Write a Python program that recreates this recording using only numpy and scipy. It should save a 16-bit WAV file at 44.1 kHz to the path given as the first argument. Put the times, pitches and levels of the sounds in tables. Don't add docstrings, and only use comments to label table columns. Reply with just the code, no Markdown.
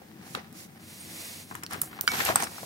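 import sys
import numpy as np
from scipy import signal
from scipy.fft import rfft, irfft, next_fast_len
from scipy.io import wavfile
from scipy.ndimage import uniform_filter1d

SR = 44100
rng = np.random.default_rng(int(sys.argv[2]) if len(sys.argv) > 2 else 0)


def attenuation_scalar(level_db):
    decades = np.asarray(level_db, float) / 20
    return 10 ** decades


def dump(signal):
    limited = np.clip(np.atleast_2d(signal).T, -1, 1)
    pcm = np.round(limited * 32767).astype(np.int16)
    wavfile.write(sys.argv[1], SR, pcm)


N = 116865
PORT_LAG_S = .0002
STEEL_LAG_S, BAR_LAG_S = 0, .00027


def unit(x):
    return x / np.sqrt(np.mean(x ** 2))


def colour(x, points):
    hz, level_db = np.array(points, float).T
    size = next_fast_len(x.shape[-1])
    f = np.maximum(np.arange(size // 2 + 1) * SR / size, 1)
    gain = attenuation_scalar(np.interp(np.log(f), np.log(hz), level_db, left=-80))
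    return irfft(rfft(x, size) * gain, size)[..., :x.shape[-1]]


def walk(rate_hz):
    hold = int(SR / rate_hz)
    steps = np.repeat(rng.standard_normal(N // hold + 1), hold)
    return 2.4 * uniform_filter1d(uniform_filter1d(steps, hold), hold)[:N]


def band(x, hz, width_hz):
    b, a = signal.iirpeak(min(hz, .45 * SR), hz / width_hz, fs=SR)
    return signal.lfilter(b, a, x)


def strokes(rows, power):
    t = np.arange(N) / SR
    energy = np.zeros(N)
    for start_s, peak_s, end_s, level_db in rows:
        ramp = np.interp(t, [start_s, peak_s, end_s], [0, 1, 0])
        energy += (attenuation_scalar(level_db) * np.sin(np.pi / 2 * ramp) ** power) ** 2
    return np.sqrt(energy)


def ports(x, alike, lag_s, pan_db):
    right = alike * np.roll(x[0], int(lag_s * SR)) + np.sqrt(1 - alike ** 2) * x[1]
    return np.array([x[0] * attenuation_scalar(pan_db / 2), right * attenuation_scalar(-pan_db / 2)])


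def pairs(count, size):
    alike = 0.49
    noise = rng.standard_normal((count, 2, size))
    noise[:, 1] = alike * noise[:, 0] + np.sqrt(1 - alike ** 2) * noise[:, 1]
    return noise


def add(out, start_s, burst, peak_db, pan_db, lag_s):
    gain = attenuation_scalar([[peak_db + pan_db / 2], [peak_db - pan_db / 2]])
    burst = burst / np.abs(burst).max() * gain
    for port, at_s in enumerate([start_s, start_s + lag_s]):
        i = int(at_s * SR)
        n = min(burst.shape[1], N - i)
        out[port, i:i + n] += burst[port, :n]


def room():
    # hz, level_db
    room_colour = [(40, -28), (70, -11), (110, -7.5), (300, -5), (550, -18.5), (2000, -27.5), (9500, -28),
                   (16000, -25.5)]
    # pitch_hz, width_hz, level_db
    room_modes = [
        (96.1, 3.4, -63),
        (173, 45, -58),
        (218.5, 19, -65),
        (318.7, 3.9, -63.5),
    ]
    noise = rng.standard_normal((2, N))
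    bed = unit(colour(noise, room_colour)) * attenuation_scalar(-54.5)
    for hz, width_hz, level_db in room_modes:
        bed = bed + unit(band(noise, hz, width_hz)) * attenuation_scalar(level_db)
    low = band(bed, 176, 440)
    flicker = attenuation_scalar(.7 * walk(14))
    return ports(low, 1.0, 0, 3.3) * flicker + ports(bed - low, 0.053, 0, 0.11)


def shift():
    # start_s, peak_s, end_s, level_db
    moves = [
        (.33, .38, 0.3, -58),
        (1.49, 1.52, 1.622, -51),
        (1.7, 1.76, 1.92, -46.5),
        (1.9, 1.93, 2.01, -47.5),
        (2.05, 2.14, 2.33, -45),
        (2.24, 2.3, 2.39, -39.5),
        (2.33, 2.38, 2.56, -47.5),
        (2.58, 2.64, 2.67, -47.5),
    ]
    rumble_colour = [(30, -5), (70, 2), (200, 5), (400, -5), (900, -20.0)]  # hz, level_db
    rumble = unit(colour(rng.standard_normal((2, N)), rumble_colour))
    return ports(rumble * strokes(moves, 0.8) * attenuation_scalar(0.6 * walk(30.032)), 1.0, 0, 0.91)


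def slide():
    # start_s, peak_s, end_s, level_db
    rubs = [
        (.2, .36, 0.39, -48.5),
        (.38, .44, 0.42, -59),
        (.53, .6, .68, -46),
        (.78, 1.0, 1.1, -45),
        (1.0, 1.24, 1.474, -39),
        (1.3, 1.45, 1.65, -49.5),
        (1.69, 1.74, 1.76, -44),
        (2.35, 2.41, 2.48, -37),
        (2.44, 2.59, 2.695, -43),
    ]
    # hz, level_db
    cloth = [(290, -32), (500, -4.5), (613, -5.5), (1480, -11), (2100, -3), (3100, -7.5), (4300, -4.5),
             (5390, -4), (10400, -4.5), (16000, -10.5)]
    # start_s, peak_s, end_s, level_db
    scrapes = [(2.005, 2.02, 3.7, -53.5), (2.07, 2.12, 2.49, -37.5), (2.12, 2.22, 2.25, -31.5),
               (2.23, 2.26, 2.35, -32.5)]
    steel = [(1000, -3.5), (3000, -3.0), (6000, -5.5), (8300, -4.5), (9600, -12.0), (12000, -3),
             (14500, -7.5), (16000, -20)]
    shivers = [(1.812, 1.825, 1.922, -41), (2.005, 2.02, 2.08, -47.5)]
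    chatters = [(2.355, 2.365, 2.48, -42.5), (2.42, 2.44, 2.46, -41)]
    grain = rng.standard_normal((2, 2, N)) * attenuation_scalar(2.0 * rng.standard_normal((2, 2, N)))
    hiss = unit(colour(grain[0], cloth)) * strokes(rubs, 0.91) * attenuation_scalar(0.51 * walk(60.26))
    grit = unit(colour(grain[1], steel)) * strokes(scrapes, 1.3) * attenuation_scalar(0.6 * walk(450))
    shiver = unit(band(band(grain[0], 10000, 6300), 9200, 7500))
    grit = grit + shiver * strokes(shivers, 1.9) * attenuation_scalar(1.1 * walk(200))
    chatter = unit(band(band(grain[0], 8600, 900), 8200, 1200))
    grit = grit + chatter * strokes(chatters, 1.5)
    return ports(hiss, 0.16, PORT_LAG_S, -1.9) + ports(grit, 0.13, PORT_LAG_S, -1.9)


SHAFT_HZ, NECK_HZ, SOCKET_HZ, RIM_HZ, TIP_HZ = 2258, 5505, 8868, 8290, 14260


def rings():
    # start_s, pitch_hz, level_db, t60_s
    partials = [(.705, SOCKET_HZ, -61.5, 0.67), (0.999, SOCKET_HZ, -41.5, 0.16),
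                (1.635, NECK_HZ, -45.5, 0.11), (1.727, SOCKET_HZ, -49, 0.13), (1.817, 10260, -16, .016),
                (1.8152, 9100, -18, .014), (1.817, 12800, -19, .03), (2.011, TIP_HZ, -38, 0.12),
                (2.0768, 1470, -13, 0.017), (2.0876, 1440, -20, 0.018), (2.077, 4700, -17.5, 0.012),
                (2.0763, 3080, -20, 0.017), (2.079, 6850, -40, 0.1), (2.0776, 10300, -38, 0.033),
                (2.135, 4260, -26.5, 0.015), (2.3585, 13100, -46, .1), (2.4235, 6250, -27, 0.012),
                (2.423, 11300, -36, .015), (2.439, 6070, -27, 0.0064), (2.4385, 11800, -29, 0.017),
                (2.434, SOCKET_HZ, -38, 0.083), (2.0772, 8900, -39, .14), (2.0777, NECK_HZ, -40, 0.27),
                (2.0785, SHAFT_HZ, -25.5, 0.16), (2.3576, RIM_HZ, -8.5, 0.012), (2.359, RIM_HZ, -38, .15),
                (2.358, SOCKET_HZ, -33, 0.15), (2.358, TIP_HZ, -30, .03), (2.375, 1393, -32.5, 0.2),
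                (2.40, SHAFT_HZ, -42, 0.29), (2.441, NECK_HZ, -36, 0.12)]
    out, t = np.zeros((2, N)), np.arange(12000) / SR
    for start_s, hz, level_db, t60_s in partials:
        phase = rng.random() + np.array([[0], [.26]])
        decay = np.exp(-np.log(1000) * t / t60_s)
        onset = 1 - np.exp(-t / 0.00028)
        tone = np.sin(2 * np.pi * (hz * t + phase)) * decay * onset
        add(out, start_s, tone, level_db + 0.5, -3.0, STEEL_LAG_S)
    return out * attenuation_scalar(2.5 * walk(120))


def knocks():
    # start_s, peak_db, pitch_hz
    blows = [(.017, -43.5, 570), (0.349, -21.5, 1030), (0.373, -35.5, 486), (1.512, -30, 1180),
             (1.522, -37, 1040), (1.551, -28.5, 1360), (1.626, -38.5, 1400), (1.634, -29.5, 1400),
             (1.709, -33.5, 1320), (1.722, -33, 1500), (1.732, -28, 1450), (1.738, -32, 1420),
             (1.744, -27, 1370), (1.75, -33.5, 1470), (1.758, -37.5, 423), (1.817, -31.5, 1400),
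             (1.833, -32.5, 915), (1.929, -37.5, 1320), (1.989, -32, 1176), (2.039, -37, 550),
             (2.0775, -27, 1570), (2.087, -28, 1510), (2.118, -27.5, 1160), (2.136, -28, 810),
             (2.139, -22, 1480), (2.19, -28, 2500), (2.154, -29, 1200), (2.193, -30, 1190),
             (2.203, -19, 1520), (2.207, -19.5, 2060), (2.217, -32, 490), (2.235, -28, 1290),
             (2.264, -19.5, 2220), (2.289, -18, 940), (2.294, -19, 790), (2.3, -22, 670),
             (2.303, -19.5, 730), (2.308, -21, 1170), (2.3577, -12.5, 1160), (2.424, -21.5, 975),
             (2.432, -27, 620), (2.436, -33, 1300), (2.47, -31.5, 1080), (2.519, -43, 750),
             (2.613, -48, 770), (2.581, -35.5, 1060), (2.631, -32.5, 750)]
    out, t = np.zeros((2, N)), np.arange(3000) / SR
    for (start_s, peak_db, hz), noise in zip(blows, pairs(len(blows), len(t))):
        hit = (t == 0) * 5.4 + noise * np.exp(-t / 0.0031)
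        rattle = hit + noise * attenuation_scalar(-9) * np.exp(-t / 0.023)
        body = band(rattle, .8 * hz, hz)
        for _ in range(2):
            body = band(body, .8 * hz, 1.5 * hz)
        mode = band(band(hit, hz, .4 * hz), hz, .7 * hz)
        thud = attenuation_scalar(-2.0) * band(rattle, 284, 420)
        add(out, start_s, mode + body + thud, peak_db + 4.0, 3.5, BAR_LAG_S)
    return out


def drag():
    # start_s, peak_s, end_s, level_db; the first, long and faint, is a dull murmur of the room
    pulls = [(-.1, .02, 1.8, -57.5), (.15, .3, 0.49, -54.5), (.345, .355, 0.43, -42.5),
             (1.49, 1.53, 2, -58), (1.69, 1.74, 1.827, -41), (1.8, 1.9, 2.21, -50), (2.07, 2.15, 2.31, -36),
             (2.17, 2.22, 2.4, -37.5), (2.27, 2.305, 2.35, -31), (2.34, 2.385, 2.48, -35.5),
             (2.4, 2.44, 2.51, -42.5), (2.5, 2.6, 2.63, -47)]
    # hz, level_db
    bar_colour = [(180, -47), (300, -21), (508, -10), (621, -15), (778, 1), (849, -10), (1820, -6.5),
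                  (3050, -14.5), (6000, -20), (7800, -58), (13200, -120)]
    links_per_s, spread_db = 1500, 4.5
    hit = rng.random((2, N)) < links_per_s / SR
    strength = attenuation_scalar(spread_db * np.minimum(rng.exponential(size=(2, N)), 3))
    clicks = unit(hit * strength * rng.standard_normal((2, N)))
    friction = .7 * rng.standard_normal((2, N))
    body = unit(colour(clicks + friction, bar_colour))
    return ports(body * strokes(pulls, 1.1) * attenuation_scalar(1.3 * walk(90)), 0.38, PORT_LAG_S, 0.83)


def ticks():
    # start_s, peak_db, colour_hz
    cracks = [(0.3505, -21.5, 3720), (1.5444, -38, 5800), (1.5526, -28.5, 9100), (1.6351, -26, 8400),
              (1.6639, -25, 4460), (1.71, -32, 8350), (1.726, -29.5, 6300), (1.733, -25, 8700),
              (1.8159, -10, 12600), (2.01, -11.5, 14600), (2.0707, -27, 9100), (2.0773, -23, 12500),
              (2.0773, -14, 4260), (2.0875, -22, 3700), (2.0954, -29, 7000), (2.1174, -21, 4340),
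              (2.1362, -26, 5000), (2.153, -26, 5560), (2.2025, -22, 4960), (2.2505, -13, 10400),
              (2.259, -31, 12000), (2.270, -20.5, 5000), (2.291, -21.5, 3600), (2.434, -19, 6130),
              (2.472, -33, 3980), (.527, -38, 11500), (2.358, -8, 8600), (2.3637, -21, 4050),
              (2.402, -23, 12000), (2.4237, -21, 8700), (2.441, -19, 8900)]
    out, t = np.zeros((2, N)), np.arange(2600) / SR
    decay = np.exp(-t / .001) + attenuation_scalar(-25) * np.exp(-t / .012)
    for (start_s, peak_db, hz), noise in zip(cracks, pairs(len(cracks), len(t))):
        crack = (t == 0) * 1.5 + noise * decay
        burst = band(crack, hz, 0.15 * hz) + attenuation_scalar(1) * band(crack, hz, 0.67 * hz)
        burst = burst + attenuation_scalar(-15) * np.diff(crack, prepend=0)
        add(out, start_s + .0004, burst, peak_db + 2.5, -3.5, STEEL_LAG_S)
    return out


def echo(hits):
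    t60_s, level_db = 0.53, -15
    t = np.arange(int(.3 * SR)) / SR
    tail = rng.standard_normal((2, len(t))) * np.exp(-np.log(1000) * t / t60_s) * (t > .003)
    tail = tail / np.sqrt(np.sum(tail[0] ** 2))
    return attenuation_scalar(level_db) * signal.fftconvolve(hits, tail, axes=1)[:, :N]


def scene():
    hits = ticks() + knocks()
    return hits + echo(hits) + rings() + slide() + drag() + shift() + room()


def narrow(x):
    # start_s, end_s, share of patches kept wide
    spans = [
        (.78, 1.54, .13),
        (1.57, 1.63, .3),
        (1.76, 1.81, .6),
        (1.83, 2.0, .1),
        (2.02, 2.07, .6),
        (2.09, 2.14, .4),
        (2.46, 2.62, .45),
    ]
    fold_hz, patch_hz, patch_s = 4700, 500, .06
    mid, side = (x[0] + x[1]) / 2, (x[0] - x[1]) / 2
    f, t, z = signal.stft(side, SR, nperseg=1024, noverlap=768)
    row = (f / patch_hz).astype(int)
    column = t[None] / patch_s + rng.random(row[-1] + 1)[row, None]
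    column = column.astype(int)
    chance = rng.random((row[-1] + 1, column.max() + 1))[row[:, None], column]
    share = np.full(len(t), 9.0)
    for start_s, end_s, kept in spans:
        share[(t > start_s) & (t < end_s)] = kept
    favour = np.where((f > 7500) & (f < 12500), 1.6, .6)[:, None]
    wide = (chance < share * favour) | (f < fold_hz)[:, None]
    side = signal.istft(z * wide, SR, nperseg=1024, noverlap=768)[1][:N]
    return np.array([mid + side, mid - side])


def top_cut(x):
    return signal.sosfilt(signal.butter(12, 17050, fs=SR, output="sos"), x)


def record(dry):
    clipped = np.clip(dry, -.95, .95)
    x = signal.sosfilt(signal.butter(2, 66, "high", fs=SR, output="sos"), clipped)
    x = signal.sosfilt(signal.ellip(8, .2, 42, 15750, fs=SR, output="sos"), x)
    return top_cut(narrow(x))


dry = scene()
out = record(dry)
dump(out)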